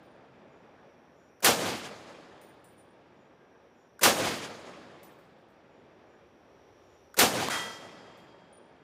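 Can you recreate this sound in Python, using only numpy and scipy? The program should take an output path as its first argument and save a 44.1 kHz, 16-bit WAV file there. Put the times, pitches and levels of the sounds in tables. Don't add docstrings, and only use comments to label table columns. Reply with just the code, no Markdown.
import sys
import numpy as np
from scipy import signal
from scipy.io import wavfile

SR = 44100
rng = np.random.default_rng(int(sys.argv[2]) if len(sys.argv) > 2 else 0)


def generate_wav(sig):
    pcm = np.round(np.clip(np.atleast_2d(sig).T, -1, 1) * 32767).astype(np.int16)
    wavfile.write(sys.argv[1], SR, pcm)


N = 389403

# (time [s], blast level [dB], near echo level [dB], far echo level [dB])
SHOT_LIST = [(-1.35, .1, .1, 3.5), (1.4225, .1, .1, .1), (4.0096, .8, 1.5, -1.2), (7.166, .6, .1, 1.5)]

PLATE_S = 7.4855
PUFF_SIZE = 20000


def shots():
    # (lag [s], rise [s], hold [s],
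    # time to fall 60 dB [s], boom level [dB], body level [dB], crack level [dB])
    arrivals = [(.0005, .0045, .016, .02, -50, -38, -37), (.006, .013, .004, .1, -43, -28, -34),
                (.0215, .003, .027, .3, -42, -27, -18), (.028, .03, .015, .3, -32, -21, -32),
                (.10, .085, .005, .65, -39.5, -30.5, -35), (.17, .07, .04, .6, -39.5, -38, -33),
                (.405, .025, .018, .13, -52, -50, -41), (.485, .015, .003, .15, -52, -43, -55),
                (.62, .05, .01, .5, -62, -52, -55), (.2, .1, .05, 3.2, -60, -55, -46.5),
                (.2, .1, .05, 5.5, -54.5, -46.5, -60), (1.05, .7, .45, 6.5, -66, -60, -65)]
    column_hz = [130, 500, 2000]
    # (frequency [Hz], level [dB per Hz])
    blast_tone = [(30, -22), (65, -11), (110, -3), (160, 2.5), (210, .3), (300, 2.6), (450, .3), (620, 3),
                  (1000, -.7), (1400, .7), (2000, -.6), (4000, -1.5), (8000, -4), (11000, -7), (15000, -13)]
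    # (frequency [Hz], loss [dB per s of travel])
    air_loss = [(2000, 0.1), (4000, 7), (6500, 16), (11000, 31), (16000, 62)]
    same_share = .7
    patchy_db, patch_hz = 1.3, 25
    near_from_s, far_from_s = .12, .5
    snap_db, snap_lag_s, snap_t60_s = -16, .023, .09

    size = 141000
    lag = np.arange(size) / SR
    power = 0
    for s, rise, hold, t60, *column_db in arrivals:
        power = power + (from_db(column_db)[:, None] * swell(lag - s, rise, hold, t60)) ** 2
    levels = 10 * np.log10(power + 1e-12)

    white = rng.standard_normal((2, 1 + len(SHOT_LIST), size))
    mixed = np.sqrt(same_share) * white[:, :1] + np.sqrt(1 - same_share) * white[:, 1:]
    reports = 0
    for hz, band in bands(mixed):
        weights = [np.interp(np.log(hz), np.log(column_hz), one) for one in np.eye(3)]
        level_db = weights @ levels + at_hz(blast_tone, hz)
        level_db = level_db - at_hz(air_loss, hz) * lag
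        level_db = level_db + patchy_db * drift(patch_hz, size)
        width_gain = np.sqrt(SR / 4 / min(1.5 * hz, 3000))
        reports = reports + band * from_db(level_db) * width_gain

    near = np.clip((lag - near_from_s) * 20, 0, 1)
    far = np.clip(lag - far_from_s, 0, 1)
    out = np.zeros(N)
    for (s, blast_db, near_db, far_db), report in zip(SHOT_LIST, reports):
        add(out, report * from_db(blast_db + near_db * near + far_db * far), s)
        snap = burst(snap_t60_s, 4000, PUFF_SIZE)
        add(out, from_db(snap_db + blast_db) * snap, s + snap_lag_s)
    return out


def plate():
    # (frequency [Hz], level [dB], time to fall 60 dB [s])
    plate_modes = [(915, -16, 4.0), (1301, -11, 1.6), (1336, -7, 1.2), (1590, -10, .9), (1961, -.8, 1.1),
                   (2015, -15, 1.2), (3215, -2.5, 1.1), (3240, -20.5, 4.0), (3291, -12, 1.2),
                   (3673, -14, 1.2), (4167, -17, 1.2), (4678, -22.5, 2.8), (5038, -15, 1.9),
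                   (5250, -20, 1.3), (5426, -17, 1.7), (5580, -19, 1.3), (5959, -17, 1.4), (6175, -21, 1.1),
                   (6530, -24, 1.2), (6643, -20, .9), (6831, -19, .8), (7101, -22, .9), (7305, -22, 2.0),
                   (7634, -18, .86), (8021, -26, 1.0), (8613, -22, .66), (9249, -18, .72), (9566, -15, .45),
                   (10550, -20, .45)]
    # (frequency [Hz], level [dB per Hz])
    clang_tone = [(300, -20), (700, -7), (1300, 0.1), (1900, -7), (4000, -12), (8000, -15), (11000, -21),
                  (15000, -33)]
    tick_db, clang_db, ring_db = -16, -32, -34.5
    waver_db, waver_rad = 2.2, .45
    hold_s, sag_s, sag_db = .27, .04, 5

    size = 66000
    lag = np.arange(size) / SR
    clang_shape = swell(lag - .011, rise=.006, hold=.032, t60=.6)
    clang = coloured(clang_tone, size) * from_db(clang_db) * clang_shape

    tick = from_db(-9) * ring(burst(.008, 800, PUFF_SIZE), 1300, .006)
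    tick = tick + from_db(-14) * burst(.012, 800, PUFF_SIZE)

    rings = 0
    for hz, db, t60 in plate_modes:
        level = from_db(db + ring_db - 60 * lag / t60 + waver_db * drift(9, size))
        phase = 2 * np.pi * hz * lag + waver_rad * drift(7, size)
        rings = rings + level * np.sin(phase)
    onset = np.clip((lag - .012) / .012, 0, 1)
    sag = from_db(-sag_db * np.clip((lag - hold_s) / sag_s, 0, 1))

    out = np.zeros(N)
    add(out, clang + onset * sag * rings, PLATE_S)
    add(out, from_db(tick_db) * tick, PLATE_S)
    return out


def cases():
    # (time [s], tick level [dB], low ring level [dB],
    # middle ring level [dB], high ring level [dB], pitch factor [ratio])
    landings = [(.03, -88, -97, -80, -90, 1.001), (2.414, -56.5, -74, -66, -68, .999),
                (2.643, -65, -74, -66, -67, .999), (2.781, -68, -84, -70, -84, .999),
                (5.031, -53, -67, -63, -62, 1.015), (5.188, -66, -85, -80, -85, 1.005),
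                (5.25, -90, -94, -85, -88, 1.005), (5.382, -92, -96, -84, -94, 1.005),
                (5.485, -88, -92, -84, -81, 1.012), (8.174, -62, -92, -76, -86, 1.001),
                (8.528, -75, -90, -65, -88, 1.001)]
    # (frequency before the pitch factor [Hz], time to fall 60 dB [s])
    brass_modes = [(7690, .4), (9520, .42), (13740, .4)]
    out = np.zeros(N)
    for s, tick_db, *ring_db, pitch in landings:
        tick = from_db(-3) * burst(.025, 7000, PUFF_SIZE)
        wash = from_db(-1.5) * signal.lfilter([.5], [1, -.5], burst(.32, 4500, PUFF_SIZE))
        add(out, from_db(tick_db) * (tick + wash), s)

        rattle = burst(.002, 3000, PUFF_SIZE)
        rattle = rattle / np.sqrt(np.sum(rattle ** 2))
        for (hz, t60), level_db in zip(brass_modes, ring_db):
            pair = ring(rattle, hz * pitch, t60)
            pair = pair + .35 * ring(rattle, hz * pitch * 1.004, t60)
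            tumble = from_db(4.0 * drift(40, PUFF_SIZE))
            add(out, from_db(level_db) * tumble * pair, s)
    return out


def hammer():
    # (time [s], level [dB])
    hammer_ticks = [(1.4037, -49), (3.9930, -41), (7.1428, -41)]
    out = np.zeros(N)
    for s, db in hammer_ticks:
        tick = burst(.025, 900, PUFF_SIZE)
        knock = ring(tick, 1500, .008)
        wash = burst(.12, 900, PUFF_SIZE)
        sound = from_db(-4) * tick + from_db(-12) * knock + from_db(-22) * wash
        add(out, from_db(db) * sound, s)
    return out


def insect_chorus():
    recover_s, recover_db_per_s = 3.0, 9
    t = np.arange(N) / SR
    since_shot = np.min([np.where(t > s, t - s, np.inf) for s, *_ in SHOT_LIST], axis=0)
    hush = from_db(-recover_db_per_s * np.clip(recover_s - since_shot, 0, None))
    song = from_db(-76) * whistle(5680, width_hz=480)
    sizzle = from_db(-87) * whistle(11500, width_hz=9000)
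    return hush * (song + sizzle)


def insect_rasps():
    # (time [s], length [s], level [dB])
    rasp_list = [(.48, .16, -88), (1.14, .17, -83), (3.15, .14, -88), (3.74, .15, -84), (5.68, .15, -90),
                 (6.06, .14, -88), (6.82, .2, -83)]
    gate = sum(from_db(db) * arch(s, length) for s, length, db in rasp_list)
    return gate * whistle(6950, width_hz=350)


def thin_tones():
    # (time [s], length [s], frequency [Hz],
    # level [dB])
    tone_list = [(-.5, 2.2, 920, -78), (2.5, 1.55, 1600, -80), (7.7, 1.1, 1600, -77), (7.7, 1.5, 920, -76)]
    return sum(from_db(db) * arch(s, length) * whistle(hz, width_hz=12) for s, length, hz, db in tone_list)


def far_rumble():
    # (frequency [Hz], level [dB per Hz])
    rumble_tone = [(30, -18), (70, 1.5), (190, -11), (400, 1.5), (900, -8), (1700, -16), (3000, -20),
                   (4700, -29), (6400, -41), (8000, -46), (12000, -50), (15500, -56)]
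    base_db, swell_db = -65, 5
    level_db = base_db + swell_db * arch(5.6, length=1.7) + 1.5 * drift(1.5, N)
    return from_db(level_db) * coloured(rumble_tone, N)


def from_db(db):
    return 10 ** (np.asarray(db) / 20)


def rms_one(x):
    return x / np.sqrt(np.mean(x ** 2) + 1e-20)


def at_hz(points, hz):
    points = np.array(points)
    return np.interp(np.log(hz), np.log(points[:, 0]), points[:, 1])


def add(out, sound, s):
    i = round(s * SR)
    start, end = max(i, 0), min(i + len(sound), N)
    if end > start:
        out[start:end] += sound[start - i:end - i]


def bands(white):
    edges = 28 * 2 ** np.arange(0, 9.6, .5)
    for k, (low, high) in enumerate(zip(edges, edges[1:])):
        band_filter = signal.butter(2, [low, high], "band", fs=SR, output="sos")
        yield np.sqrt(low * high), signal.sosfilt(band_filter, white[k % 2])


def coloured(spectrum, size):
    white = rng.standard_normal((2, size))
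    return rms_one(sum(from_db(at_hz(spectrum, hz)) * band for hz, band in bands(white)))


def ring(clicks, hz, t60):
    r = from_db(-60 / (t60 * SR))
    w = 2 * np.pi * hz / SR
    return signal.lfilter([0, np.sin(w)], [1, -2 * r * np.cos(w), r * r], clicks + 1e-18)


def whistle(hz, width_hz):
    r = np.exp(-np.pi * width_hz / SR)
    feedback = [1, -2 * r * np.cos(2 * np.pi * hz / SR), r * r]
    once = signal.lfilter([1, 0, -1], feedback, rng.standard_normal(N))
    return rms_one(signal.lfilter([1, 0, -1], feedback, once))


def burst(t60, low_hz, size):
    noise = rng.standard_normal(size) * from_db(-60 * np.arange(size) / SR / t60)
    return signal.sosfilt(signal.butter(2, low_hz, "high", fs=SR, output="sos"), noise)


def drift(rate_hz, size):
    step = 40
    r = np.exp(-2 * np.pi * step * rate_hz / SR)
    coarse = rng.standard_normal(size // step + 2002)
    slow = signal.lfilter([1], [1, -2 * r, r * r], coarse)[2000:]
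    return np.interp(np.arange(size) / step, np.arange(len(slow)), rms_one(slow))


def swell(lag, rise, hold, t60):
    fall_s = np.clip(lag - rise - hold, 0, None)
    return np.clip(lag / rise, 0, 1) * from_db(-60 * fall_s / t60)


def arch(s, length):
    progress = np.clip((np.arange(N) / SR - s) / length, 0, 1)
    return np.sqrt(np.abs(np.sin(np.pi * progress)))


def scene():
    dip_db, dip_lag_s, dip_width_s = 9, .009, .004
    since_dip = np.arange(N) / SR - PLATE_S - dip_lag_s
    dip = from_db(-dip_db * np.exp(-(since_dip / dip_width_s) ** 2))
    events = dip * shots() + plate() + cases() + hammer()
    background = insect_chorus() + insect_rasps() + thin_tones() + far_rumble()
    return (events + background)[None]


def record(dry):
    bass_cut = signal.butter(2, 70, "high", fs=SR, output="sos")
    top_cut = signal.cheby2(14, 60, 16100, fs=SR, output="sos")
    heard = signal.sosfilt(bass_cut, dry)
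    rounded = .7 * np.tanh(heard / .7)
    return signal.sosfilt(top_cut, rounded)


dry = scene()
out = record(dry)
generate_wav(out)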